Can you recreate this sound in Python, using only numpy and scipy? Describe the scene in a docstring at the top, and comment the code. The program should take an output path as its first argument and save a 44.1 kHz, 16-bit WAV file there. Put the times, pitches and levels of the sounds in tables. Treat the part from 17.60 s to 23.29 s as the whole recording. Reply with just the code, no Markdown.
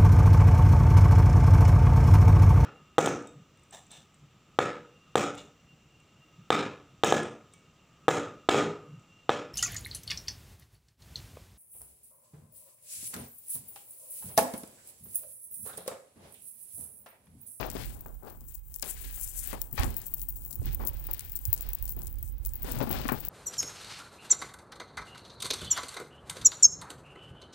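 """A crinkly foil toy waved on a wand: creases snap as clicks with short rattles, grain noise crackles and swishes.
A kitten pads and pounces after it over paper: noise bands boom, shuffle and scratch with each shove,
and paws thud as noise bursts through the paper modes.
Left is the open microphone port; right is covered, with only faint hiss and the holding hand's
rumble, tremor and bumps (low noise and damped cosines)."""
import sys
import numpy as np
from scipy import signal
from scipy.fft import rfft, irfft, next_fast_len
from scipy.io import wavfile

SR = 44100
rng = np.random.default_rng(int(sys.argv[2]) if len(sys.argv) > 2 else 0)


def store_wav(level_fs):
    """Save 16-bit WAV to argv[1]."""
    pcm = np.round(np.clip(np.atleast_2d(level_fs), -1, 1) * 32767)
    wavfile.write(sys.argv[1], SR, pcm.T.astype(np.int16))


N = 250929


def from_db(db):
    """Amplitude gain of a level in dB."""
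    return 10 ** (np.asarray(db) / 20)


def rms_one(x):
    """Scale to rms 1."""
    return x / np.sqrt(np.mean(x ** 2) + 1e-20)


def in_time(rows):
    """Interpolate the columns of a t/s table at every sample."""
    s, *columns = np.transpose(rows)
    t = np.arange(N) / SR
    return [np.interp(t, s, column) for column in columns]


def coloured(x, points):
    """Filter by a spectrum table, linear in log f, falling 62 dB/octave outside it; rms 1."""
    size = next_fast_len(N)
    hz, level_db = np.transpose(points)
    octave = np.log2(np.maximum(np.arange(size // 2 + 1) * SR / size, 1))
    below = np.maximum(np.log2(hz[0]) - octave, 0)
    above = np.maximum(octave - np.log2(hz[-1]), 0)
    gain_db = np.interp(octave, np.log2(hz), level_db) - 62 * (below + above)
    filtered = irfft(rfft(x, size) * from_db(gain_db), size)
    return rms_one(filtered[:N])


def drift(corner_hz):
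    """Slow random modulator: noise through a double one-pole low-pass; rms 1."""
    r = np.exp(-2 * np.pi * corner_hz / SR)
    noise = rng.standard_normal(N + SR)
    slow = signal.lfilter([1], [1, -2 * r, r * r], noise)
    return rms_one(slow[SR:])   # first second settles the filter


def resonance(x, hz, width_hz):
    """Two-pole band-pass peak, gain about 1 on top."""
    r = np.exp(-np.pi * width_hz / SR)
    zeros = [(1 - r * r) / 2, 0, (r * r - 1) / 2]
    poles = [1, -2 * r * np.cos(2 * np.pi * hz / SR), r * r]
    return signal.lfilter(zeros, poles, x + 1e-18)


def band(x, low_hz, high_hz):
    """Butterworth band-pass."""
    sos = signal.butter(2, [low_hz, high_hz], "band", fs=SR, output="sos")
    return signal.sosfilt(sos, x + 1e-18)


def grains(base_per_s, spread_db, clump_db, bed):
    """Random clicks of uneven size and sign, clumped by a drifting rate, on a bed of noise."""
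    born = rng.random(N) < base_per_s * from_db(clump_db * drift(40)) / SR
    size_db = spread_db * np.minimum(rng.exponential(1, N), 4)
    clicks = born * from_db(size_db) * rng.choice([-1, 1], N)
    return rms_one(clicks) + bed * rng.standard_normal(N)


def swelling(rest, events):
    """Gain per level column: resting curve and events add in power; each event rises, then decays."""
    power, t = from_db(in_time(rest)) ** 2, np.arange(N) / SR
    for top_s, rise_s, t60_s, *levels_db in events:
        span = slice(max(round((top_s - 3 * rise_s) * SR), 0), round((top_s + t60_s) * SR))
        since_s = t[span] - top_s
        rise_db = 20 * since_s / max(rise_s, .001)   # 20 dB per rise_s, from -60 dB
        decay_db = -60 * since_s / max(t60_s, .02)
        shape_db = np.where(since_s < 0, rise_db, decay_db)
        power[:, span] += from_db(np.add.outer(levels_db, shape_db)) ** 2
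    return np.sqrt(power)


PORT_HZ, PORT_WIDTH_HZ = 15450, 1500


def port(x):
    """Open-port resonances in series pass the top of the treble."""
    return resonance(resonance(x, PORT_HZ, PORT_WIDTH_HZ), 17400, 7400)


# All table levels are before the output gain.
# paper at rest: t/s, boom level/dB, shuffle level/dB, scratch level/dB
PAPER_REST = [(0.0, -53, -79, -57), (0.34, -51.5, -60.5, -70.5), (0.6, -67, -73, -85),
              (0.82, -56, -70.5, -79), (1.03, -81, -81.5, -89), (1.2, -76, -77, -74),
              (1.4, -68, -67, -58.5), (1.79, -70, -73.5, -68), (2.1, -63, -66, -85),
              (2.34, -57.5, -58.5, -64), (2.67, -59.5, -74.5, -76.5), (3.0, -57.5, -64.5, -76.5),
              (3.6, -66, -65, -57.5), (3.8, -62, -70.5, -72), (4.05, -65, -61.5, -61.5),
              (4.33, -58, -68, -69), (4.74, -60.5, -72.5, -77.5), (5.0, -67, -68, -68.5),
              (5.69, -55, -75, -87)]
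# paw shoves: top t/s, rise/s, t60/s, boom level/dB, shuffle level/dB, scratch level/dB
PAPER_SHOVES = [(0.0, 0.011, 0.39, -40.5, -34.5, -44), (.155, .008, 0.35, -56, -42.5, -48.5),
                (.225, 0.13, 0.27, -45, -73, -47), (0.466, 0.0057, 0.35, -62, -53.5, -76),
                (0.626, 0.0052, 0.49, -54, -50.5, -86), (0.678, .05, 0.26, -66, -51, -62.5),
                (.913, 0.058, 0.48, -71, -80, -73), (1.122, 0.11, .4, -65, -79, -85),
                (1.229, 0.0062, 0.38, -57, -49.5, -45), (1.918, 0.24, 0.41, -55.5, -60, -51.5),
                (1.931, 0.0049, 0.37, -48, -45.5, -56), (2.13, 0.013, 0.82, -45, -60, -64.5),
                (2.182, 0.015, 0.34, -36, -48.5, -38), (2.235, 0.0091, 0.32, -33, -44.5, -55.5),
                (2.93, 0.048, .5, -53, -72, -79), (3.013, 0.017, 0.22, -40.5, -80, -81),
                (3.074, 0.049, 0.43, -40, -58.5, -53), (3.201, 0.0089, .65, -45.5, -46, -59),
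                (3.51, 0.22, 0.28, -54, -72, -70.5), (4.369, 0.0073, 0.58, -47.5, -56.5, -66),
                (5.051, .008, 1.7, -51, -45, -50.5), (5.15, 0.17, 1.2, -40.5, -50.5, -51.5),
                (5.206, 0.014, 0.36, -37.5, -36, -55), (5.306, .008, 1.35, -39, -42.5, -46),
                (5.49, 0.0069, 0.13, -57, -44, -47), (5.522, 0.0062, 0.18, -38, -41, -63)]
# spectra: f/Hz, level/dB
BOOM_SPECTRUM = [(25, 6.5), (45, -2), (90, -2), (138, 4), (185, -8), (240, -4.5), (400, -14.5)]
SHUFFLE_SPECTRUM = [(200, 1), (350, 1.5), (800, -0.5), (1500, -10.5), (2500, -30)]
SCRATCH_SPECTRUM = [(900, -13), (1600, 2.5), (3000, 1.5), (5000, -1), (8000, -12.5)]


def paper():
    """Weight shifts on the sheet: low noise booms, mid and treble grains shuffle and scratch."""
    boom_gain, shuffle_gain, scratch_gain = swelling(PAPER_REST, PAPER_SHOVES)
    boom = boom_gain * coloured(rng.standard_normal(N), BOOM_SPECTRUM)
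    shuffle = shuffle_gain * coloured(grains(900, 3.0, 2.5, .9), SHUFFLE_SPECTRUM)
    shuffle *= from_db(1.5 * drift(30))
    scratch = scratch_gain * coloured(grains(700, 1.9, 2.7, 1.0), SCRATCH_SPECTRUM)
    scratch *= from_db(1.9 * drift(15.4))
    return boom + shuffle + scratch


# toy between swings: t/s, swish level/dB, fine crackle level/dB
TOY_REST = [(0.0, -59, -51), (0.31, -73, -59), (0.56, -73, -63.5), (0.7, -68.5, -58), (1.02, -72, -61),
            (1.2, -58, -52), (1.42, -52, -54), (1.9, -53, -61), (2.11, -70, -67), (2.4, -61.5, -53.5),
            (3.0, -63, -56), (3.4, -66, -52.5), (3.6, -63.5, -52), (4.2, -67, -59.5), (4.52, -80, -62),
            (4.78, -79, -65), (5.0, -68, -53.5), (5.3, -60, -52), (5.69, -62.5, -53.5)]
# wand swings: top t/s, rise/s, t60/s, swish level/dB, fine crackle level/dB
WAND_SWINGS = [(.2, 0.091, .8, -49, -69), (.27, 0.13, 0.076, -57, -56), (.885, 0.013, .2, -53, -47),
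               (.948, 0.024, 0.12, -49, -48), (1.156, .03, 0.11, -48, -48),
               (1.247, 0.025, 0.35, -44.5, -64), (1.301, 0.056, 0.17, -38.5, -51),
               (1.59, 0.13, 0.25, -60, -44), (1.634, 0.041, 0.1, -34.5, -56),
               (1.694, 0.07, 0.12, -39.5, -51), (1.792, 0.06, 0.16, -35.5, -58),
               (1.835, 0.028, 0.34, -38.5, -56), (1.886, 0.054, 0.16, -56, -47),
               (2.02, 0.065, .4, -61, -52), (2.15, 0.042, .5, -53, -45), (2.255, 0.13, 0.25, -48.5, -63),
               (2.469, 0.15, 0.11, -54, -57), (2.624, 0.12, 0.11, -57, -42), (2.704, 0.024, 0.15, -58, -44),
               (2.774, 0.047, 0.22, -57, -47), (2.933, 0.054, .4, -57, -61), (3.283, 0.049, 0.17, -55, -44),
               (3.771, .03, 0.1, -55, -51), (3.861, 0.033, 0.25, -60, -41), (3.951, .03, 0.51, -63, -61),
               (4.315, 0.11, 0.85, -61, -49), (4.435, 0.037, .4, -60, -52), (4.697, 0.15, 0.067, -57, -51),
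               (4.859, .04, 0.38, -54.5, -61), (5.093, .07, .35, -45, -54), (5.323, 0.049, 0.67, -52, -61),
               (5.517, .05, 0.45, -63, -51)]
# swish spectrum: f/Hz, level/dB
SWISH_SPECTRUM = [(4000, -30), (6000, -9), (7600, 0), (11500, 0), (15500, -4)]
FLUTTER_DB, FLUTTER_CORNER_HZ = 1.8, 12


def crackle_and_swish():
    """Fine foil grains crackle, strands swish through air; returns the sound and the crackle gain."""
    swish_gain, crackle_gain = swelling(TOY_REST, WAND_SWINGS)
    crackle = crackle_gain * rms_one(port(grains(1300, 4.0, 4.0, .28)))
    swish = swish_gain * coloured(grains(4000, 3.0, 2.5, .9), SWISH_SPECTRUM)
    swish *= from_db(1.5 * drift(60))
    flutter = from_db(FLUTTER_DB * drift(FLUTTER_CORNER_HZ))
    return flutter * (crackle + swish), crackle_gain


# grip: t/s, rumble level/dB, tremor level re rumble/dB
GRIP = [(0.0, -54, -5), (0.28, -40, -19), (0.38, -52, -5), (0.54, -42.5, -16), (0.61, -50.5, -10.5),
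        (1.9, -46, -11), (2.16, -50.5, -9.5), (2.2, -33.5, -2.5), (2.46, -52.5, -10), (2.79, -43, -16),
        (2.93, -55, -19), (3.0, -38.5, -7), (3.85, -48, -7.5), (3.88, -36, -3), (3.96, -44, -7.5),
        (4.47, -37.5, -12), (5.47, -40.5, -11), (5.5, -48, -12), (5.69, -42.5, -15)]
# spectra: f/Hz, level/dB
RUMBLE_SPECTRUM = [(15, -7.5), (28, -6.5), (46, 9), (70, -5), (110, -29), (150, -52), (200, -26.5),
                   (400, -42), (800, -51.5)]
TREMOR_SPECTRUM = [(70, 9), (95, 1.5), (135, -4), (165, -11)]


def grip():
    """Muscle rumble and tremor of the holding hand: two low noise bands."""
    rumble_db, tremor_db = in_time(GRIP)
    rumble = coloured(rng.standard_normal(N), RUMBLE_SPECTRUM)
    tremor = from_db(tremor_db) * coloured(rng.standard_normal(N), TREMOR_SPECTRUM)
    return from_db(rumble_db) * (rumble + tremor)


# covered-port hiss spectrum: f/Hz, level/dB
HISS_SPECTRUM = [(800, -2.5), (3000, -7.5), (5500, -12), (8500, -22), (11500, -2.5), (14000, -6),
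                 (15500, 7)]
HISS_DB, HISS_DRIFT_DB = -77.5, .7


def covered_hiss():
    """Faint coloured noise of slightly drifting level in the covered port."""
    gain = from_db(HISS_DB + HISS_DRIFT_DB * drift(18))
    return gain * coloured(rng.standard_normal(N), HISS_SPECTRUM)


# loud foil snaps: t/s, peak level/dB, lower treble level re peak/dB
LOUD_SNAPS = [(.0114, -23, -16), (.0655, -25.5, -24), (.1015, -30.5, 13), (0.1315, -32, -15),
              (.1527, -41, 12), (.347, -38, 2), (.4088, -25, -24), (.4623, -28, -12), (.541, -45, -6),
              (.585, -47, -26), (0.6325, -39, -17), (0.7, -43.5, 8), (.725, -38, -15), (0.816, -46, 3),
              (.9472, -30, -10), (.98, -46, 7), (1.1124, -43, -14), (1.1418, -38.5, 16),
              (1.197, -37.5, 11.5), (1.2247, -24.5, 12), (1.228, -30, 12), (1.793, -30, 11),
              (1.874, -18, -17), (1.8897, -25, -20), (1.93, -34, 10.5), (2.0232, -23, -28),
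              (2.1269, -24, -28), (2.1291, -20, -28), (2.1968, -25, 7.5), (2.2345, -37, 16.5),
              (2.244, -28, 9), (2.2653, -29, -7), (2.3043, -25, -12), (2.3671, -13, -12),
              (2.3817, -19, -27), (2.417, -27.5, 1), (2.4668, -18, -21), (2.5391, -14, -26),
              (2.5434, -14.5, -20), (2.5826, -28, -7), (2.607, -25, -14), (2.6281, -28, -15),
              (2.6914, -24, -22), (2.6939, -19, -30), (2.7663, -25, -8), (2.835, -44, 7),
              (2.8502, -24, -11), (2.8614, -24, -24), (2.9093, -32, 7), (2.912, -21, -22),
              (2.9294, -32, 11), (2.956, -20, -27), (2.9891, -34, -20), (3.0076, -43, -13), (3.03, -39, 5),
              (3.0576, -21, -9), (3.1302, -25, -15), (3.147, -15, -29), (3.1532, -43, -26),
              (3.2512, -20, -25), (3.2669, -26, 3), (3.2729, -8.5, -13), (3.283, -15, -21),
              (3.2898, -18, -22), (3.441, -25, -18), (3.469, -18.5, -29), (3.5124, -14.5, -30),
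              (3.5354, -14.5, -29), (3.5944, -27, 11.5), (3.6496, -25, -29), (3.697, -25, -9),
              (3.7198, -20, -12), (3.7547, -16.5, -29), (3.762, -19, -2), (3.7668, -19, -13),
              (3.7904, -25, -32), (3.8534, -14, -2.5), (3.9026, -26, -24), (3.9297, -3.5, -21),
              (3.933, -23, -8), (3.9367, -24, -7), (3.9478, -21, -10), (3.9636, -34, 7), (3.978, -33, 10),
              (4.009, -17, -5), (4.0227, -20.5, -23), (4.089, -18.5, -17), (4.133, -14, -31),
              (4.1358, -25, 0.5), (4.1497, -15, -34), (4.226, -18.5, -37), (4.2546, -18, -9),
              (4.2793, -35.5, 13), (4.293, -17.5, -16), (4.3046, -22, -11), (4.3227, -21, -17),
              (4.3655, -25, -32), (4.4194, -34.5, 8.5), (4.4341, -26, -26), (4.4702, -30.5, 9.5),
              (4.5277, -26, -26), (4.5863, -29, -20), (4.6282, -18, -22), (4.678, -39, 5),
              (4.7237, -34, -25), (4.783, -32, -19), (4.851, -24, 3.5), (4.8613, -15, -17),
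              (4.8924, -42, 12.5), (4.936, -21.5, -12), (4.9561, -20, -26), (5.0305, -18.5, -15),
              (5.046, -34, 6), (5.116, -18, -16), (5.1205, -16, -5), (5.1558, -24, -20), (5.1884, -27.5, 3),
              (5.191, -23, -28), (5.2299, -20, -24), (5.294, -20, -28), (5.3129, -12.5, -23),
              (5.3277, -15.5, -21), (5.349, -31.5, -44), (5.4153, -26, -25), (5.4816, -28.5, 9.5),
              (5.4907, -22, -25), (5.522, -17, -19), (5.528, -19, -29), (5.6049, -20, -38),
              (5.651, -16.5, -10.5), (5.6846, -15, -29)]
AFTER_SNAP_WAIT_S, AFTER_SNAP_DB, AFTER_SNAP_SPREAD_DB = 0.0054, -10, 3
SMALL_SNAPS_PER_S = 30
SMALL_SNAP_MIN_DB, SMALL_SNAP_SPREAD_DB = 19, 3   # over the fine crackle gain
SMALL_SNAP_LOWER_MIN_DB, SMALL_SNAP_LOWER_MAX_DB = -27, 1   # lower treble re peak


def all_snaps(crackle_gain):
    """Loud snaps, two weaker ones near each as neighbouring creases give way, random small ones."""
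    snaps = list(LOUD_SNAPS)
    chances = rng.random((len(LOUD_SNAPS), 2, 2))
    for (s, peak_db, lower_db), pair in zip(LOUD_SNAPS, chances):
        for order, (wait, size) in enumerate(pair):
            near_s = s + AFTER_SNAP_WAIT_S * (order - .2 - np.log(1 - wait))
            near_db = peak_db + AFTER_SNAP_DB + AFTER_SNAP_SPREAD_DB * (2 * size - 1)
            snaps.append((max(near_s, 0), near_db, lower_db))
    for when, size, colour in rng.random((round(SMALL_SNAPS_PER_S * N / SR), 3)):
        crackle_db = 20 * np.log10(crackle_gain[int(when * N)])
        small_db = crackle_db + SMALL_SNAP_MIN_DB - SMALL_SNAP_SPREAD_DB * np.log(1 - size)
        lower_range_db = SMALL_SNAP_LOWER_MAX_DB - SMALL_SNAP_LOWER_MIN_DB
        snaps.append((when * N / SR, small_db, SMALL_SNAP_LOWER_MIN_DB + colour * lower_range_db))
    return snaps


def foil_snaps(crackle_gain):
    """Each crease snaps as a click and an 11 ms noise rattle, through the port and a lower band."""
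    snaps, t = all_snaps(crackle_gain), np.arange(SR // 50) / SR
    out = np.zeros(N + SR)
    rattles = from_db(-19 - 60 * t / .011) * rng.standard_normal((len(snaps), len(t)))
    rattles[:, 0] = 1   # the click
    sharp, dull = port(rattles), band(rattles, 6560, 15760)
    for (s, peak_db, lower_db), high, low in zip(snaps, sharp, dull):
        at = round(s * SR)
        snap = high / np.abs(high).max() + from_db(lower_db) * low / np.abs(low).max()
        out[at:at + len(t)] += from_db(peak_db) * snap
    return out[:N]


# paw falls: t/s, body peak level/dB, boom level re body/dB, claw tick level re body/dB,
# hardness/octaves, contact t60/s
PAW_FALLS = [(0.029, -25.5, -13, -30, 1.4, 0.045), (.152, -33, -0.5, -19, -1.3, 0.042),
             (0.46, -38, -17, -29, 0.066, 0.034), (.623, -70, -22, -30, 0.43, .04),
             (0.633, -44.5, -15, -31, -0.93, 0.043), (1.228, -38, -7.5, 12, 0.34, 0.11),
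             (1.444, -52.5, 4, 11.5, 0.71, 0.17), (1.575, -45.5, -14, -2, 1.1, 0.11),
             (1.930, -30, -9, -30, 0.55, 0.13), (2.131, -54, -6, -19, 0.1, .06),
             (2.179, -25, -16, -28, 0.78, 0.27), (2.233, -28.5, -3, 3, 0.78, 0.16),
             (3.018, -47.5, 1.5, -25, -1.3, 0.068), (3.201, -40, -13, -22, 0.19, 0.066),
             (3.210, -41.5, -4, -21, 0.88, 0.15), (3.237, -35.5, -19, -16, 0.22, 0.12),
             (3.488, -41, -17, -23, 0.32, 0.17), (4.368, -45.5, 1, -23, -0.92, 0.07),
             (5.045, -35.5, -5, -19, 0.3, 0.041), (5.113, -43.5, 4.5, 6, -1.1, 0.044),
             (5.204, -35, 4.5, -2, 1.5, 0.037), (5.213, -27.5, 2, -12, 0.36, 0.12),
             (5.272, -31.5, -2, -29, 0.2, 0.16), (5.305, -30.5, -15, -24, 0.069, .07),
             (5.355, -32, -28, -11, 0.95, 0.076), (5.396, -34, -7, -23, 0.23, 0.064),
             (5.454, -30, 1.5, -26, 0.99, 0.054), (5.489, -18.5, -18, -15, 0.91, 0.089),
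             (5.519, -22.5, -4, -34, 0.35, 0.16)]
# paper modes: f/Hz, width/Hz, level/dB; the first two make the boom
MODES = [(139, 11, -9.5), (245, 45, -4.5), (356, 150, 3), (550, 30, -2), (817, 160, -1.5),
         (1100, 400, -5.5), (1630, 620, -0.5), (2340, 170, 8.5)]
SOFT_PAD_HZ = 500   # strike centre at hardness 0
TICK_T60_S = 0.015


def paws():
    """A padded blow and dying contact noise ring the paper modes, with a low push and a claw tick."""
    out, t = np.zeros(N), np.arange(SR // 4) / SR
    noises = rng.standard_normal((len(PAW_FALLS), 2, len(t)))
    for (s, peak_db, boom_db, tick_db, hardness, t60_s), noise in zip(PAW_FALLS, noises):
        centre_hz = SOFT_PAD_HZ * 2 ** np.clip(hardness, -1, 2.5)
        burst = noise[0] * from_db(-60 * t / np.clip(t60_s, .01, .5))
        burst[0] = 12   # the blow
        pad_filter = signal.butter(2, 1.85 * centre_hz, fs=SR, output="sos")
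        padded = signal.sosfilt(pad_filter, burst)
        rings = [from_db(db) * resonance(padded, hz, width_hz) for hz, width_hz, db in MODES]
        boom, body = sum(rings[:2]), np.zeros(len(t))
        for (hz, _, _), ring in zip(MODES[2:], rings[2:]):
            # modes far from the centre are struck less
            body += from_db(-7 * np.log2(hz / centre_hz) ** 2) * ring
        tick = band(noise[1] * from_db(-60 * t / TICK_T60_S), 2100, 5700)
        parts = [(0, body), (boom_db, boom), (tick_db, tick)]
        fall = sum(from_db(db) * part / np.abs(part).max() for db, part in parts)
        at = round(s * SR)
        out[at:at + len(t)] += from_db(peak_db) * fall[:N - at]
    return out


# finger bumps: t/s, level/dB before the weight, f/Hz, signed amplitude weight of the low thump
FINGER_BUMPS = [(2.203, -20.5, 63, 0.93), (2.267, -27.5, 48.5, 0.83), (3, -21.5, 74.5, -0.76),
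                (3.891, -26, 79, 0.98)]


def bumps():
    """Fingers bump the case: cosines of about one cycle under a Gaussian."""
    out, t = np.zeros(N), np.arange(N) / SR
    for s, level_db, hz, weight in FINGER_BUMPS:
        cycles = hz * (t - s)
        bump = np.cos(2 * np.pi * cycles) * np.exp(-(cycles / .48) ** 2)
        out += weight * from_db(level_db) * bump
    return out


def scene():
    """Open port left, covered port right."""
    sheet = paper()
    toy_bed, crackle_gain = crackle_and_swish()
    covered_port = grip() + covered_hiss()
    open_port = sheet + toy_bed + foil_snaps(crackle_gain) + paws()
    return np.array([open_port, covered_port + bumps()])


OUTPUT_GAIN_DB, CUTOFF_HZ = 6, 15850


def record(dry):
    """Fixed gain on both channels, then an elliptic low-pass cuts the top."""
    low_pass = signal.ellip(7, .5, 50, CUTOFF_HZ, fs=SR, output="sos")
    return signal.sosfilt(low_pass, from_db(OUTPUT_GAIN_DB) * dry)


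dry = scene()
out = record(dry)
store_wav(out)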